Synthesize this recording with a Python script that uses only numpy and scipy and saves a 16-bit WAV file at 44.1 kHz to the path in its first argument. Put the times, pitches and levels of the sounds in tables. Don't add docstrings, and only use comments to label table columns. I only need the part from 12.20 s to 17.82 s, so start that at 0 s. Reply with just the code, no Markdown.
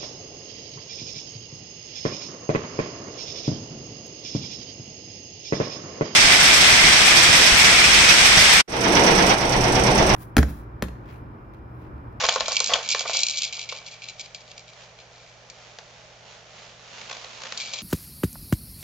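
import sys
import numpy as np
from scipy import signal
from scipy.fft import rfft, irfft
from scipy.io import wavfile
from scipy.ndimage import uniform_filter1d

SR = 44100
rng = np.random.default_rng(int(sys.argv[2]) if len(sys.argv) > 2 else 0)


def generate_wav(signal):
    frames = np.transpose(np.atleast_2d(signal))
    scaled = np.clip(frames, -1, 1) * 32767
    pcm = np.round(scaled).astype(np.int16)
    wavfile.write(sys.argv[1], SR, pcm)


N = 247842
TIME = np.arange(N) / SR

# t/s, length/s, level/dB
HEAP_TUMBLES = [(0, .15, -26.5), (.197, 0.0085, -20.5), (.256, 0.0077, -20.5), (.295, 0.13, -26.5),
                (.405, 0.19, -30.5), (.628, 0.086, -30.5), (.69, .048, -21.5), (.75, 0.062, -27),
                (.866, 0.14, -24.5), (.928, 0.036, -18.5), (.975, 0.047, -27), (1.115, 0.066, -27),
                (2.27, 0.039, -45), (2.765, 0.056, -54), (2.92, 0.184, -50.5), (5.45, 0.084, -36.5)]
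# f/Hz, t60/s, level/dB
DOME_RING = [(2340, 0.024, -27.5), (2410, 0.055, -19), (2740, 0.063, -24), (3355, 0.01, -18),
             (3700, 0.027, -32.5), (4134, 0.032, -21.5), (4810, 0.044, -26), (5050, 0.036, -22.5),
             (6714, 0.01, -18)]
# f/Hz, level/dB, left minus right/dB
DOME_EQ = [(300, -41, 4), (1000, -32.5, -0.5), (1920, -33, -4), (2295, 1.5, -3), (2690, -3.5, -5.5),
           (3300, -3, 6), (4080, 2, 3), (5210, -0.5, -1.5), (6160, -5, -1), (6840, -2.5, -8),
           (7610, -11.5, -7), (7980, -30.5, -15.5), (8440, -22, 2), (8880, -46, -12)]
# t/s, left minus right/dB
DOME_SWING = [(0.0, -9), (0.2, 11), (0.34, -3.5), (0.6, 0), (0.77, -2.5), (1.05, 3), (1.38, 1), (2.1, 4)]
SETTLE_S, ROLL_S = 0.0022, 0.039


def beads():
    hits = clacks()
    motion = linger(spells(*np.transpose(list(HEAP_TUMBLES) + slides())), SETTLE_S)
    collisions = patter(motion, rate=750, scatter_db=4.5)
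    heap = shell(collisions, t60=0.011, tick=0.28, likeness=0.65, size=1024)
    strays = patter(undb(2 * -10.5) * linger(motion, ROLL_S), rate=1400, scatter_db=6.5)
    rolling = shell(strays, t60=0.0053, tick=0.32, likeness=0.78, size=1024)
    rolling = signal.sosfilt(butter(1, 4500), rolling)
    dome = ring(undb(-1) * hits + undb(-6.5) * heap + rolling, DOME_RING)
    hz, dome_db, side_db = np.transpose(DOME_EQ)
    ears = [colour(np.transpose([hz, dome_db + side * side_db / 2])) for side in (1, -1)]
    return pan(convolve(dome, ears), .5 * curve(DOME_SWING))


# t/s, level/dB, first gap/s, loss per bounce/dB, hardness/dB
BEAD_HITS = [(.065, -16, 0.012, 10, 7), (.125, -18, .015, 1, 9), (.282, -14.5, 0.0068, 4, 10),
             (.32, -13.5, .008, 4, 11), (0.357, -16, 0.0053, 16, 6), (.367, -6.5, .002, 9, -5),
             (.403, -7, 0.018, 16, 18), (.443, -11, .018, 2.5, 13), (.689, -12, .015, 0.5, 4),
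             (.794, -13.5, .013, 3.5, 4), (.97, -9, .021, 3, 15), (1.033, -5, 0.0032, 13, 8.5),
             (1.067, -11.5, 0.018, 1.5, 8.5), (1.173, -18, 0.0067, 0, 15), (1.221, -13.5, 0.012, 1.3, 0),
             (1.326, -22.5, 0.0037, 2, -6.5), (1.393, -20.5, .021, 3, -0.5), (1.49, -21, 0.0046, 3, -10),
             (1.82, -29, 0.021, 2.5, -20), (1.887, -25.5, 0.0094, 5, 1), (1.996, -26.5, 0.0067, .5, 3.5),
             (2.059, -34, .006, 12, -5), (2.147, -25, 0.0053, 14, 0), (2.315, -32.5, .004, 11, -15),
             (2.379, -29.5, 0.015, 6, 1), (2.48, -38, .009, 2, -7), (2.789, -38, .012, 2.5, -11),
             (3.3, -30.5, 0.0032, 9, 9), (5.375, -19, .003, 10, 6), (5.401, -22, 0.0086, 2.5, 1),
             (5.535, -22, 0.0036, 2, 2), (5.588, -23.5, .005, 6, -6)]
RESTITUTION = .68


def clacks():
    bounces = sorted((start + gap * np.sum(RESTITUTION ** np.arange(k)), db - k * loss_db, hardness)
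                     for start, db, gap, loss_db, hardness in BEAD_HITS for k in range(5))
    times, db, hardness_db = np.transpose(bounces)
    strikes = shell(blows(times, db), t60=.015, tick=.25, likeness=.7, size=2048)
    treble_share = 1 / (1 + undb(-2 * (hardness_db + 2.5)))
    share = treble_share[np.searchsorted(times, TIME + 1 / SR) - 1]
    lows = signal.sosfiltfilt(butter(2, 4200), strikes)
    return np.sqrt(2 * (1 - share)) * lows + np.sqrt(2 * share) * (strikes - lows)


# start/s, end/s, level/dB, fade/(dB per s)
TRAY_ROCKING = [(1.165, 3.2, -28, 12.5), (5.375, 5.62, -30.5, 8)]
SWING_S = .1632
SLIDE_S, SLIDE_SHRINK_S = 0.057, 0.85
REBOUND_S, REBOUND_DB = 0.055, -2.5


def slides():
    rows = []
    for start, end, first_db, fade_db_per_s in TRAY_ROCKING:
        for age in np.arange(0, end - start, SWING_S):
            length = SLIDE_S * np.exp(-age / SLIDE_SHRINK_S)
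            db = first_db - fade_db_per_s * age
            rows += [(start + age, length, db), (start + age + REBOUND_S, length, db + REBOUND_DB)]
    return rows


# t/s, hollow body/dB, hard crack/dB
TRAY_KNOCKS = [(.036, -15, -19), (.088, -8, -7), (.16, -10, -16.5), (.207, -13.5, -11), (.283, -16, -26),
               (.405, -18.5, -19.5), (.522, -17, -31), (.556, -21, -19), (.748, -15, -12.5),
               (.809, -23.5, -25.5), (.896, -16, -18), (.95, -23, -26), (1.38, -35, -48), (1.524, -24, -24),
               (3.587, -32, -27.5), (5.323, -30.5, -19), (5.537, -33, -28)]
# t/s, length/s, hollow body/dB, hard crack/dB
TOY_SCRAPES = [(0, 0.028, -27.5, -23.5), (0.038, .018, -20.5, -18.5), (.308, 0.015, -29, -31.5),
               (.492, .075, -26, -26), (0.565, 0.047, -32.5, -37), (0.851, 0.011, -24.5, -36)]
# f/Hz, t60/s, level/dB
TRAY_RING = [(494, 0.063, -14.5), (529, 0.049, -15), (650, 0.018, -8), (731, 0.04, -11), (888, 0.017, -9),
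             (1065, 0.019, -9.5), (1090, 0.023, -19.5), (1433, 0.016, -20.5)]
# f/Hz, level/dB
BODY_EQ = [(100, -22), (310, -29), (400, -17), (520, -2.5), (1100, -2), (1400, 7), (2200, 1), (3500, -18),
           (8000, -44)]
# f/Hz, level/dB
CRACK_EQ = [(200, -36), (700, -18.5), (1400, 6), (2600, 6.5), (4200, 5), (5500, 4.5), (7000, -0.5),
            (8000, -23.5), (9000, -52)]
CHATTER_S, CHATTER_DB = 0.025, -7


def tray():
    times, body_db, crack_db = np.transpose(TRAY_KNOCKS)
    starts, lengths, rub_body_db, rub_crack_db = np.transpose(list(TOY_SCRAPES) + creaks())
    chatter = patter(1, rate=800, scatter_db=3)

    def contacts(knock_db, rub_db):
        hits = blows(times, knock_db)
        power = spells(starts, lengths, rub_db) + undb(2 * CHATTER_DB) * linger(hits ** 2, CHATTER_S)
        return hits + undb(-1) * chatter * np.sqrt(power)

    body = shell(undb(-6.5) * contacts(body_db, rub_body_db), t60=.036, tick=.55, likeness=.93)
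    crack = shell(undb(-2) * contacts(crack_db, rub_crack_db), t60=.016, tick=.4, likeness=.5)
    hollow = convolve(ring(body, TRAY_RING), colour(BODY_EQ))
    bright = convolve(crack, colour(CRACK_EQ))
    return pan(hollow, db=-2) + pan(bright, db=0.5)


# t/s, length/s, gap between slips/s, level/dB
FRAME_CREAKS = [(4.782, .058, 0.03, -35.5), (4.894, .045, .0165, -29), (4.947, .03, .019, -35),
                (5.021, .033, .021, -30.5), (5.216, .06, 0.0171, -31.5)]
SLIP_S, SLIP_BODY_DB = 0.0056, -7


def creaks():
    slips = [(start + age, db) for start, length, gap, db in FRAME_CREAKS
             for age in np.arange(0, length, gap)]
    tilts_db = rng.uniform(-1.1, 1, len(slips))
    return [(time, SLIP_S, db + SLIP_BODY_DB + tilt, db - tilt / 2)
            for (time, db), tilt in zip(slips, tilts_db)]


# t/s, level/dB
PART_SNAPS = [(0.0917, -1), (0.0958, -11.5), (0.5363, -1.5), (.5395, -0.5)]
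# f/Hz, level/dB
SNAP_EQ = [(400, -25.5), (1800, -14.5), (2500, -3), (3200, 9), (3900, -8.5), (4400, 0), (5700, -13.5),
           (6700, -1), (8000, -25), (9000, -57)]


def snaps():
    slap = shell(blows(*np.transpose(PART_SNAPS)), t60=0.01, tick=0.46, likeness=0.4)
    return pan(undb(-4.5) * convolve(slap, colour(SNAP_EQ)), db=1.5)


# t/s, level/dB
SEAT_EFFORT = [(0, -37.5), (.9, -42.5), (1.2, -50), (2.5, -56), (4.55, -53), (4.78, -42), (5.1, -43.5),
               (5.3, -41), (5.62, -45)]
# centre/s, half width/s, level/dB
FABRIC_RUBS = [(2.61, 0.048, -48.5), (3.45, 0.093, -50.5), (3.78, 0.12, -53.5), (4.12, 0.064, -48.5),
               (4.42, 0.095, -47)]
# f/Hz, level/dB
FABRIC_EQ = [(120, -17), (230, 1), (310, -15.5), (400, -0.5), (600, -0.5), (1050, 2), (1800, -0.5),
             (2800, 2.5), (4200, 0.5), (5500, -2.5), (7000, -4), (8000, -22.5), (9000, -45.5)]


def fabric():
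    rubs = sum(undb(2 * db) * np.exp(-((TIME - mid) / width) ** 2) for mid, width, db in FABRIC_RUBS)
    snags = patter(undb(2 * curve(SEAT_EFFORT)) + rubs, rate=2200, scatter_db=3)
    threads = shell(snags, t60=.018, tick=.15, likeness=.35, size=1024, count=200)
    return pan(convolve(threads, colour(FABRIC_EQ)), db=-2.5)


# t/s, level/dB
FRAME_THUDS = [(0.038, -35.5), (0.202, -29.5), (0.523, -38.5)]


def thuds():
    shock = shell(blows(*np.transpose(FRAME_THUDS)), t60=0.36, tick=.05, likeness=0.94, size=16384)
    return convolve(shock, colour([(20, -11.5), (42, 15), (90, 0), (200, -5), (400, -14), (2000, -70)]))


# f/Hz, level/dB
AIR_EQ = [(15, -19.5), (25, -5.5), (140, -2), (300, -10.5), (479, 1.5), (659, 2.5), (843, 0), (953, -5.5),
          (2430, -5), (2610, -14), (2960, -11), (3510, -12.5), (3870, -15), (6180, -10), (8940, -39.5),
          (11600, -88), (19700, -120)]
# f/Hz, level/dB
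HUM_TONES = [(59.5, -70), (119.3, -61.5), (167, -68)]


def background():
    air = signal.sosfilt(butter(2, 1100), convolve(stereo_noise(0.89), colour(AIR_EQ)))
    hiss = signal.sosfilt(butter(2, 1100, "high"), convolve(stereo_noise(0.14), colour(AIR_EQ)))
    bed = pan(air, db=-1) + pan(hiss, db=-0.5)
    whirr_tone = colour([(250, -40.5), (480, -6.5), (600, 21), (720, 11), (900, -2.5), (1500, -53)])
    whirr = convolve(stereo_noise(0.95), whirr_tone)
    waver_s = 0.0024 * np.cumsum(rng.standard_normal(N)) / np.sqrt(SR)
    hum = sum(undb(db) * np.sqrt(2) * np.sin(2 * np.pi * hz * (TIME + waver_s)) for hz, db in HUM_TONES)
    return undb(-53) * bed + pan(undb(-62) * whirr + hum, db=-4)


def room(x, t60, wet_db):
    arrived = TIME[:SR // 2] > .006
    tail = stereo_noise(0.92)[:, :SR // 2] * arrived * fade(t60)
    return x + undb(wet_db) * convolve(x, tail)


def shell(impacts, t60, tick, likeness, size=4096, count=24):
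    noise = rng.standard_normal((count, 3, size))
    blur = (np.sqrt(likeness) * noise[:, :1] + np.sqrt(1 - likeness) * noise[:, 1:]) * fade(t60)[:size]
    spectra = np.sqrt(tick) + np.sqrt(1 - tick) * rfft(blur)
    span = int(30 / t60 * size / SR)
    points = irfft(spectra / np.sqrt(uniform_filter1d(np.abs(spectra) ** 2, span)))
    struck = rng.integers(count, size=N)
    out = np.zeros((2, N + size))
    for i in np.flatnonzero(impacts):
        out[:, i:i + size] += impacts[i] * points[struck[i]]
    return out[:, :N]


def ring(x, modes):
    t = TIME[:SR // 2]
    response = sum(undb(db) * np.sqrt(2) * fade(t60) * np.sin(2 * np.pi * hz * t)
                   for hz, t60, db in modes)
    return x + convolve(x.mean(axis=0), response)


def blows(times, db):
    out = np.zeros(N)
    samples = np.clip(np.asarray(times) * SR, 0, N - 1).astype(int)
    np.add.at(out, samples, undb(db) * np.sqrt(SR / 1000))
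    return out


def patter(power, rate, scatter_db):
    sizes = (rng.random(N) < rate / SR) * undb(scatter_db * np.clip(rng.standard_normal(N), -2, 2))
    sizes *= rng.choice([-1, 1], N)
    local_power = uniform_filter1d(sizes ** 2, size=900) + np.mean(sizes ** 2) / 10
    return sizes * np.sqrt(power / local_power)


def spells(starts, lengths, levels_db):
    return sum(undb(2 * db) * np.clip(np.minimum(TIME - start, start + length - TIME) / .0017 + .5, 0, 1)
               for start, length, db in zip(starts, lengths, levels_db))


def linger(power, seconds):
    keep = np.exp(-1 / (SR * seconds))
    return signal.lfilter([1 - keep], [1, -keep], power + 1e-18)


def colour(points, size=4096):
    hz, db = np.transpose(points)
    bins = np.maximum(np.fft.rfftfreq(size, 1 / SR), 1)
    cepstrum = irfft(np.log(undb(np.interp(np.log(bins), np.log(hz), db))))
    cepstrum[1:size // 2] *= 2
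    cepstrum[size // 2 + 1:] = 0
    response = irfft(np.exp(rfft(cepstrum)))
    return response / np.linalg.norm(response)


def stereo_noise(likeness):
    centre = np.sqrt(likeness) * rng.standard_normal(N)
    return centre + np.sqrt(1 - likeness) * rng.standard_normal((2, N))


def fade(t60):
    shape = np.exp(-np.log(1000) * TIME[:SR // 2] / t60)
    return shape / np.linalg.norm(shape)


def butter(order, hz, kind="low"):
    return signal.butter(order, hz, kind, fs=SR, output="sos")


def convolve(x, response):
    return signal.fftconvolve(np.atleast_2d(x), np.atleast_2d(response), axes=1)[:, :N]


def pan(x, db):
    return np.array([x[0] * undb(db / 2), x[1] * undb(-db / 2)])


def curve(rows):
    return np.interp(TIME, *np.transpose(rows))


def undb(db):
    return 10 ** (np.asarray(db) / 20)


def scene():
    jumper = beads() + tray() + snaps() + fabric()
    return room(jumper, t60=0.23, wet_db=-10) + thuds() + background()


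TOP_HZ = 8900


def record(dry):
    rounded = 1.1 * np.tanh(dry / 1.1)
    return signal.sosfilt(signal.ellip(8, .2, 70, TOP_HZ, fs=SR, output="sos"), rounded)


dry = scene()
out = record(dry)
generate_wav(out)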